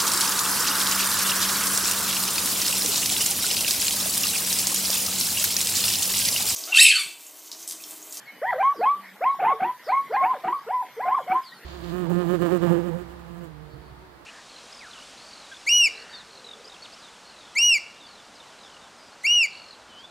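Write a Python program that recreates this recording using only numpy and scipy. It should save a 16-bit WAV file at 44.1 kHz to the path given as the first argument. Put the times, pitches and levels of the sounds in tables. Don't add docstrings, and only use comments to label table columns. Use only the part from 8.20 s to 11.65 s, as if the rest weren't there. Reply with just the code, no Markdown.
import sys
import numpy as np
from scipy import signal
from scipy.fft import rfft, irfft, next_fast_len
from scipy.io import wavfile
from scipy.ndimage import uniform_filter1d, map_coordinates

SR = 44100
rng = np.random.default_rng(int(sys.argv[2]) if len(sys.argv) > 2 else 0)


def materialize(psi):
    bounded = np.clip(np.atleast_2d(psi).T, -1, 1)
    quanta = np.round(bounded * 32767).astype(np.int16)
    wavfile.write(sys.argv[1], SR, quanta)


N = 152145
T = np.arange(N) / SR


def amp(db):
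    return 10 ** (np.asarray(db) / 20)


def unit(x):
    return x / np.sqrt(np.mean(x ** 2) + 1e-20)


def along(points, hz):
    freq_hz, value = np.transpose(points)
    return np.interp(np.log(hz + 1), np.log(freq_hz + 1), value)


def wobble(knots_per_s):
    return map_coordinates(rng.standard_normal(4096), [T * knots_per_s], mode="wrap")


def filtered(x, response):
    size = next_fast_len(N + SR // 2)
    return irfft(rfft(x, size) * response(np.fft.rfftfreq(size, 1 / SR)), size)[..., :N]


def noise(response):
    return unit(filtered(rng.standard_normal(N), response))


def swell(start_s, length_s):
    return np.sin(np.pi * np.clip((T - start_s) / length_s, 0, 1)) ** 2


def patchy(x, depth_db):
    spectra = signal.stft(x, nperseg=512)[2]
    field = unit(uniform_filter1d(uniform_filter1d(rng.standard_normal(spectra.shape), 5, 0), 12, 1))
    return unit(signal.istft(spectra * amp(depth_db * field), nperseg=512)[1][:N])


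def spread(a, b):
    # freq_hz, left_right_correlation
    likeness = [(100,0.96),(1200,0.95),(2200,0.96),(4000,0.2),(8000,0.13),(13000,.65)]
    angle = lambda hz: np.arccos(np.clip(along(likeness, hz), -1, 1)) / 2
    mid = filtered(a, lambda hz: np.cos(angle(hz)))
    side = filtered(b, lambda hz: np.sin(angle(hz)))
    return np.array([mid + side, mid - side])


def reverb(x):
    # freq_hz, t60_s
    decay = [(150,0.21),(1000,0.28),(2500,0.25),(8000,0.18)]
    hz, t, spectra = signal.stft(rng.standard_normal(SR // 2), SR, nperseg=256)
    impulse = signal.istft(spectra * amp(-60 * t / along(decay, hz)[:, None]), SR, nperseg=256)[1]
    return signal.fftconvolve(x, impulse / np.linalg.norm(impulse))[:N]


def surroundings(hz):
    # centre_hz, width_hz, level_db
    resonances = [(750,15,2.5),(450,23,0)]
    # delay_s, level_db
    echoes = [(.021,-15),(.056,-22)]
    rings = sum(amp(db) * 1j * hz * width / (centre ** 2 - hz ** 2 + 1j * hz * width)
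                for centre, width, db in resonances)
    return 1 + rings + sum(amp(db) * np.exp(-2j * np.pi * hz * delay_s) for delay_s, db in echoes)


def background(hiss_db=-49):
    # freq_hz, relative_db
    spectrum = [(25,-36.5),(45,-29.5),(85,-30.5),(125,-14.5),(170,-11),(450,-11.5),(750,-10),(1000,-10.5),(1250,-12.5),(2000,-9),(2650,-20),(3100,-15),(4500,-21),(7500,-28),(10000,-28),(12500,-23),(14400,-23)]
    # start_s, length_s, centre_hz, half_width_hz, level_db
    swells = [(.783,.18,1960,360,-46.5),(.777,.12,950,230,-48.5),(.7,.37,195,9.6,-54.5),(.55,.083,340,170,-41.5),(1.82,.11,2050,180,-48),(3.1,.16,1600,360,-48),(3.24,.15,3750,400,-56)]
    a, b = (patchy(noise(lambda hz: amp(along(spectrum, hz))), depth_db=4) for _ in range(2))
    out = amp(hiss_db) * spread(a, b)
    for start_s, length_s, centre_hz, half_width_hz, level_db in swells:
        band = noise(lambda hz: 1 / (1 + ((hz - centre_hz) / half_width_hz) ** 4))
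        out += amp(level_db) * swell(start_s, length_s) * band
    return out


def birds(halo_per_sweep=0.24, reverb_db=-10):
    # start_s, length_s, start_hz, end_hz, level_db, scatter_ratio
    chirps = [(0.041,0.083,4760,3790,-57,1.5),(0.063,0.058,2163,2204,-40.5,0.47),(.085,0.16,3050,2940,-59.5,0.46),(0.528,0.14,5770,3774,-54,1.8),(1.626,0.12,5680,3785,-49,1.8),(1.91,0.075,5200,3800,-54,0.54),(3.218,0.12,5240,3635,-48,.8),(3.318,0.085,4900,4060,-54,.55),(3.318,0.025,1846,1970,-43,0.55)]
    out = np.zeros(N)
    for start_s, length_s, start_hz, end_hz, level_db, scatter_ratio in chirps:
        pitch_hz = np.exp(np.interp(T, [start_s, start_s + length_s], np.log([start_hz, end_hz])))
        phase = 2 * np.pi * np.cumsum(pitch_hz) / SR
        halo_hz = halo_per_sweep * abs(start_hz - end_hz) + 1 / length_s
        halo = unit(wobble(2 * halo_hz) * np.sin(phase) + wobble(2 * halo_hz) * np.cos(phase))
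        whistle = unit(np.sqrt(2) * np.sin(phase) + scatter_ratio * halo)
        out += amp(level_db) * np.sqrt(swell(start_s, length_s)) * whistle
    return out + amp(reverb_db) * spread(reverb(out), reverb(out))


def grunts(thump_hz=213.3, thump_s=0.018, chest_hz=351.7, chest_s=0.095, lag_s=0.00098, jitter=0.041):
    # start_s, thump_db, chest_db
    events = [(1.412,-37.5,-40),(2.01,-70,-57),(2.249,-40.5,-40),(3.093,-38.5,-40.5)]
    warped_s = np.cumsum(1 + jitter * wobble(150)) / SR
    thump, chest = np.sqrt(2) * np.sin(2 * np.pi * np.outer([thump_hz, chest_hz], warped_s))
    return sum(amp(thump_db) * swell(start_s, thump_s) * thump
               + amp(chest_db) * swell(start_s + lag_s, chest_s) * chest
               for start_s, thump_db, chest_db in events)


def barks():
    # time_s, pitch_hz, level_db
    bark_1 = [(.214,505,-59.5),(.219,509,-32.5),(.233,606,-25),(.257,828,-29),(.263,897,-33),(.29,976.5,-25.5),(.307,980,-23),(.317,883,-35),(.33,750,-22.5),(.345,545,-30)]
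    bark_2 = [(0.346,500,-43.5),(.363,506,-27),(0.377,521,-35.5),(.384,618,-29),(0.411,786,-21),(.427,790,-22),(.429,1002,-20.5),(.456,1083,-15.5),(0.495,1128,-17),(.525,1133,-23.5),(.534,916,-46.5),(.565,392,-43)]
    bark_3 = [(.593,434,-37.5),(.609,468,-27),(.613,632,-27.5),(0.639,827,-19),(0.655,847,-20.5),(0.656,1017,-19.5),(.676,1089,-14.5),(0.697,1144,-18),(.745,1159,-25.5),(.765,1168,-37)]
    bark_4 = [(1.01,456,-34.5),(1.016,606,-29),(1.028,710,-25),(1.043,810,-22),(1.049,929,-25.5),(1.067,1046,-15.5),(1.105,1109,-19.5),(1.12,1111,-25.5),(1.142,1108,-27.5),(1.15,770,-40)]
    bark_5 = [(1.218,488,-33),(1.245,729.6,-31.5),(1.262,833,-22),(1.276,984,-19.5),(1.295,1070,-19),(1.327,1109,-19),(1.337,1134,-27)]
    bark_6 = [(1.193,695,-33.5),(1.206,806.5,-28.5),(1.22,712,-27.5),(1.239,724.3,-22.5),(1.25,868,-22),(1.286,937.5,-26),(1.313,768,-27),(1.334,455,-35.5),(1.385,431,-52.5)]
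    bark_7 = [(1.394,604,-43.5),(1.407,775,-26.5),(1.417,753,-32.5),(1.425,727,-23.5),(1.443,790,-22),(1.45,914,-23.5),(1.476,987,-29),(1.497,991,-22),(1.513,1000,-27)]
    bark_8 = [(1.669,450,-40.5),(1.68,593,-33),(1.697,747,-24.5),(1.717,830,-26.5),(1.724,985,-18.5),(1.742,1070,-17),(1.76,1089,-21.5),(1.776,1099,-18),(1.806,1105,-22.5),(1.828,1096,-41.5)]
    bark_9 = [(1.898,396,-43),(1.914,453,-28.5),(1.919,506,-37.5),(1.926,636.6,-26.5),(1.948,830,-22.5),(1.965,830,-21),(1.967,1013,-21.5),(1.996,1089,-22),(2.022,1074,-16),(2.061,1101,-40)]
    bark_10 = [(2.008,573,-43.5),(2.021,700.5,-27.5),(2.045,750,-22),(2.06,908,-19.5),(2.091,1029,-25.5),(2.117,1046,-17),(2.132,974,-28),(2.15,658,-32),(2.178,479,-43.5)]
    bark_11 = [(2.237,639,-41),(2.247,785,-24),(2.26,733,-32.5),(2.276,736,-24),(2.286,960.5,-21),(2.308,989,-24),(2.319,992,-33.5),(2.329,1080,-16),(2.34,1196,-27),(2.371,1113,-30),(2.394,1120,-39.5)]
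    bark_12 = [(2.467,423,-42.5),(2.484,464,-34),(2.492,684,-34),(2.511,790,-25),(2.52,958,-30.5),(2.544,1015,-21),(2.586,985,-26.5),(2.615,1006,-23.5),(2.631,759,-36.5),(2.651,680,-47.5)]
    bark_13 = [(2.768,433,-43),(2.782,455,-34.5),(2.793,490,-34),(2.799,690,-33.5),(2.813,790,-26.5),(2.819,950,-33.5),(2.842,1030,-25.5),(2.868,1055,-35),(2.94,1065,-29.5),(2.995,1040,-29.5)]
    bark_14 = [(2.85,526,-41),(2.857,685,-30),(2.885,764.4,-22.5),(2.906,850,-28),(2.917,993,-25),(2.932,1045,-14.5),(2.943,1101,-26),(2.951,1148,-15),(2.963,1173,-37),(2.972,1089,-28.5),(2.978,1030,-20),(2.991,758,-31.5),(3.018,481,-41)]
    bark_15 = [(3.065,450,-49.5),(3.077,623.6,-36),(3.084,723.4,-29),(3.098,736,-30),(3.11,750,-23.5),(3.13,771,-25),(3.134,957,-25),(3.144,954,-30),(3.158,1025,-16.5),(3.185,1067,-23.5),(3.205,1042,-33.5)]
    contours = [bark_1, bark_2, bark_3, bark_4, bark_5, bark_6, bark_7, bark_8,
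                bark_9, bark_10, bark_11, bark_12, bark_13, bark_14, bark_15]
    # octave_db (above the break), upper_db, rasp_db, roughness, mouth_cutoff_hz
    voices = [(6,-12,-30.5,0.08,2100),(-20.5,-13.5,-26.5,0,3100),(-22,-16.5,-22,0.12,3700),(-17,-15.5,-20,0.09,3050),(-14.5,-12,-17.5,0.02,3030),(-14.5,-17.5,-12.5,0.18,3000),(-14.5,-13,-14,.16,2670),(-14,-11,-16,0.05,2600),(-16.5,-16.5,-16.5,.07,2900),(-24.5,-14,-14.5,.13,2970),(-17.5,-16,-11.5,0.44,3400),(-10.5,-7,-30,0.1,1900),(-8,-26,-24,.08,3500),(-23,-21,-18,0.09,4600),(-25,-13,-12,.1,2700)]
    # freq_hz, gain_db
    throat = [(900,0.5),(1250,0),(1600,-1),(2000,-3),(2200,-3.5),(2450,-2.5),(2680,-11),(3200,-14.5),(4000,-21),(6000,-33)]
    # freq_hz, relative_db
    rasp_spectrum = [(60,-70),(100,-43.5),(150,-8),(300,0.5),(550,0),(800,-7.5),(1200,8.5),(1500,3),(1800,-9),(2350,-13),(2900,-9),(4000,-30.5),(7000,-50),(14000,-54.5)]
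    break_hz, break_width_hz = 850, 69
    hoarse_hz, hoarse_width_hz, hoarse_floor = 790, 177, 0.11
    low_octave_db, fall_octave_db, collapse_hz_per_s = -16, 5.5, 13000
    purer_db_per_s, rolloff_db, flicker_db = 148, 17.5, 3
    edge_s, rasp_blur_s = 0.003945, 0.016
    out = np.zeros(N)
    rasp = noise(lambda hz: amp(along(rasp_spectrum, hz)))
    jitter, flutter = wobble(240), wobble(180)
    overtones = [(k, wobble(410), wobble(110)) for k in range(2, 6)]
    for contour, (octave_db, upper_db, rasp_db, roughness, mouth_cutoff_hz) in zip(contours, voices):
        time_s, pitch_hz, knot_db = np.transpose(contour)
        on = (T > time_s[0] - edge_s) & (T < time_s[-1] + edge_s)
        t = T[on]
        hz, level_db = np.interp(t, time_s, pitch_hz), np.interp(t, time_s, knot_db)
        envelope = amp(level_db) * np.clip(np.minimum(t - t[0], t[-1] - t) / edge_s, 0, 1)
        low = (1 - np.tanh((hz - break_hz) / break_width_hz)) / 2
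        hoarse = hoarse_floor + (1 - hoarse_floor) * np.exp(-((hz - hoarse_hz) / hoarse_width_hz) ** 2)
        falling = np.clip(-np.gradient(hz, t) / collapse_hz_per_s, 0, 1)

        phase = 2 * np.pi * np.cumsum(hz * (1 + (0.052 * roughness + 0.024 * low) * jitter[on])) / SR
        since_break_s = np.maximum(t - t[np.argmax(hz > break_hz)], 0)
        purer_db = -purer_db_per_s * since_break_s * (1 - low)
        effort_db = 0.16 * (level_db - level_db.max()) * low
        smear_rad = 0.23 + 2.4 * roughness * hoarse + 0.59 * falling
        second_db = octave_db + low * (low_octave_db + fall_octave_db * falling - octave_db)
        tone = np.sin(phase)
        for k, smear, flicker in overtones:
            db = second_db if k == 2 else upper_db - rolloff_db * (k - 3)
            db = db + purer_db + effort_db + along(throat, k * hz) + flicker_db * flicker[on]
            mouth_gain = 1 / (1 + (k * hz / mouth_cutoff_hz) ** 10)
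            tone += np.sqrt(2) * amp(db) * mouth_gain * np.sin(k * phase + smear_rad * smear[on])
        flutter_depth = (roughness + 0.1 * low) * hoarse
        out[on] += np.sqrt(2) * envelope * tone * (1 + flutter_depth * flutter[on])

        airflow = np.zeros(N)
        airflow[on] = envelope * amp(rasp_db) * (hoarse + 0.35 * falling)
        hiss = rasp * uniform_filter1d(airflow, int(rasp_blur_s * SR))
        hiss[on] *= 1 + 0.4 * np.sin(phase)
        out += hiss
    return out


def scene(reverb_db=-16, side_db=-24.5):
    calls = barks() + grunts()
    wet = reverb(calls) + amp(side_db) * np.outer([1, -1], reverb(calls))
    return filtered(calls, surroundings) + amp(reverb_db) * wet + birds() + background()


def record(dry, shelf_hz=118, top_hz=14450):
    return filtered(dry, lambda hz: (0.22 + 0.74 / (1 + (shelf_hz / (hz + 1)) ** 20)) * (hz < top_hz))


dry = scene()
out = record(dry)
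materialize(out)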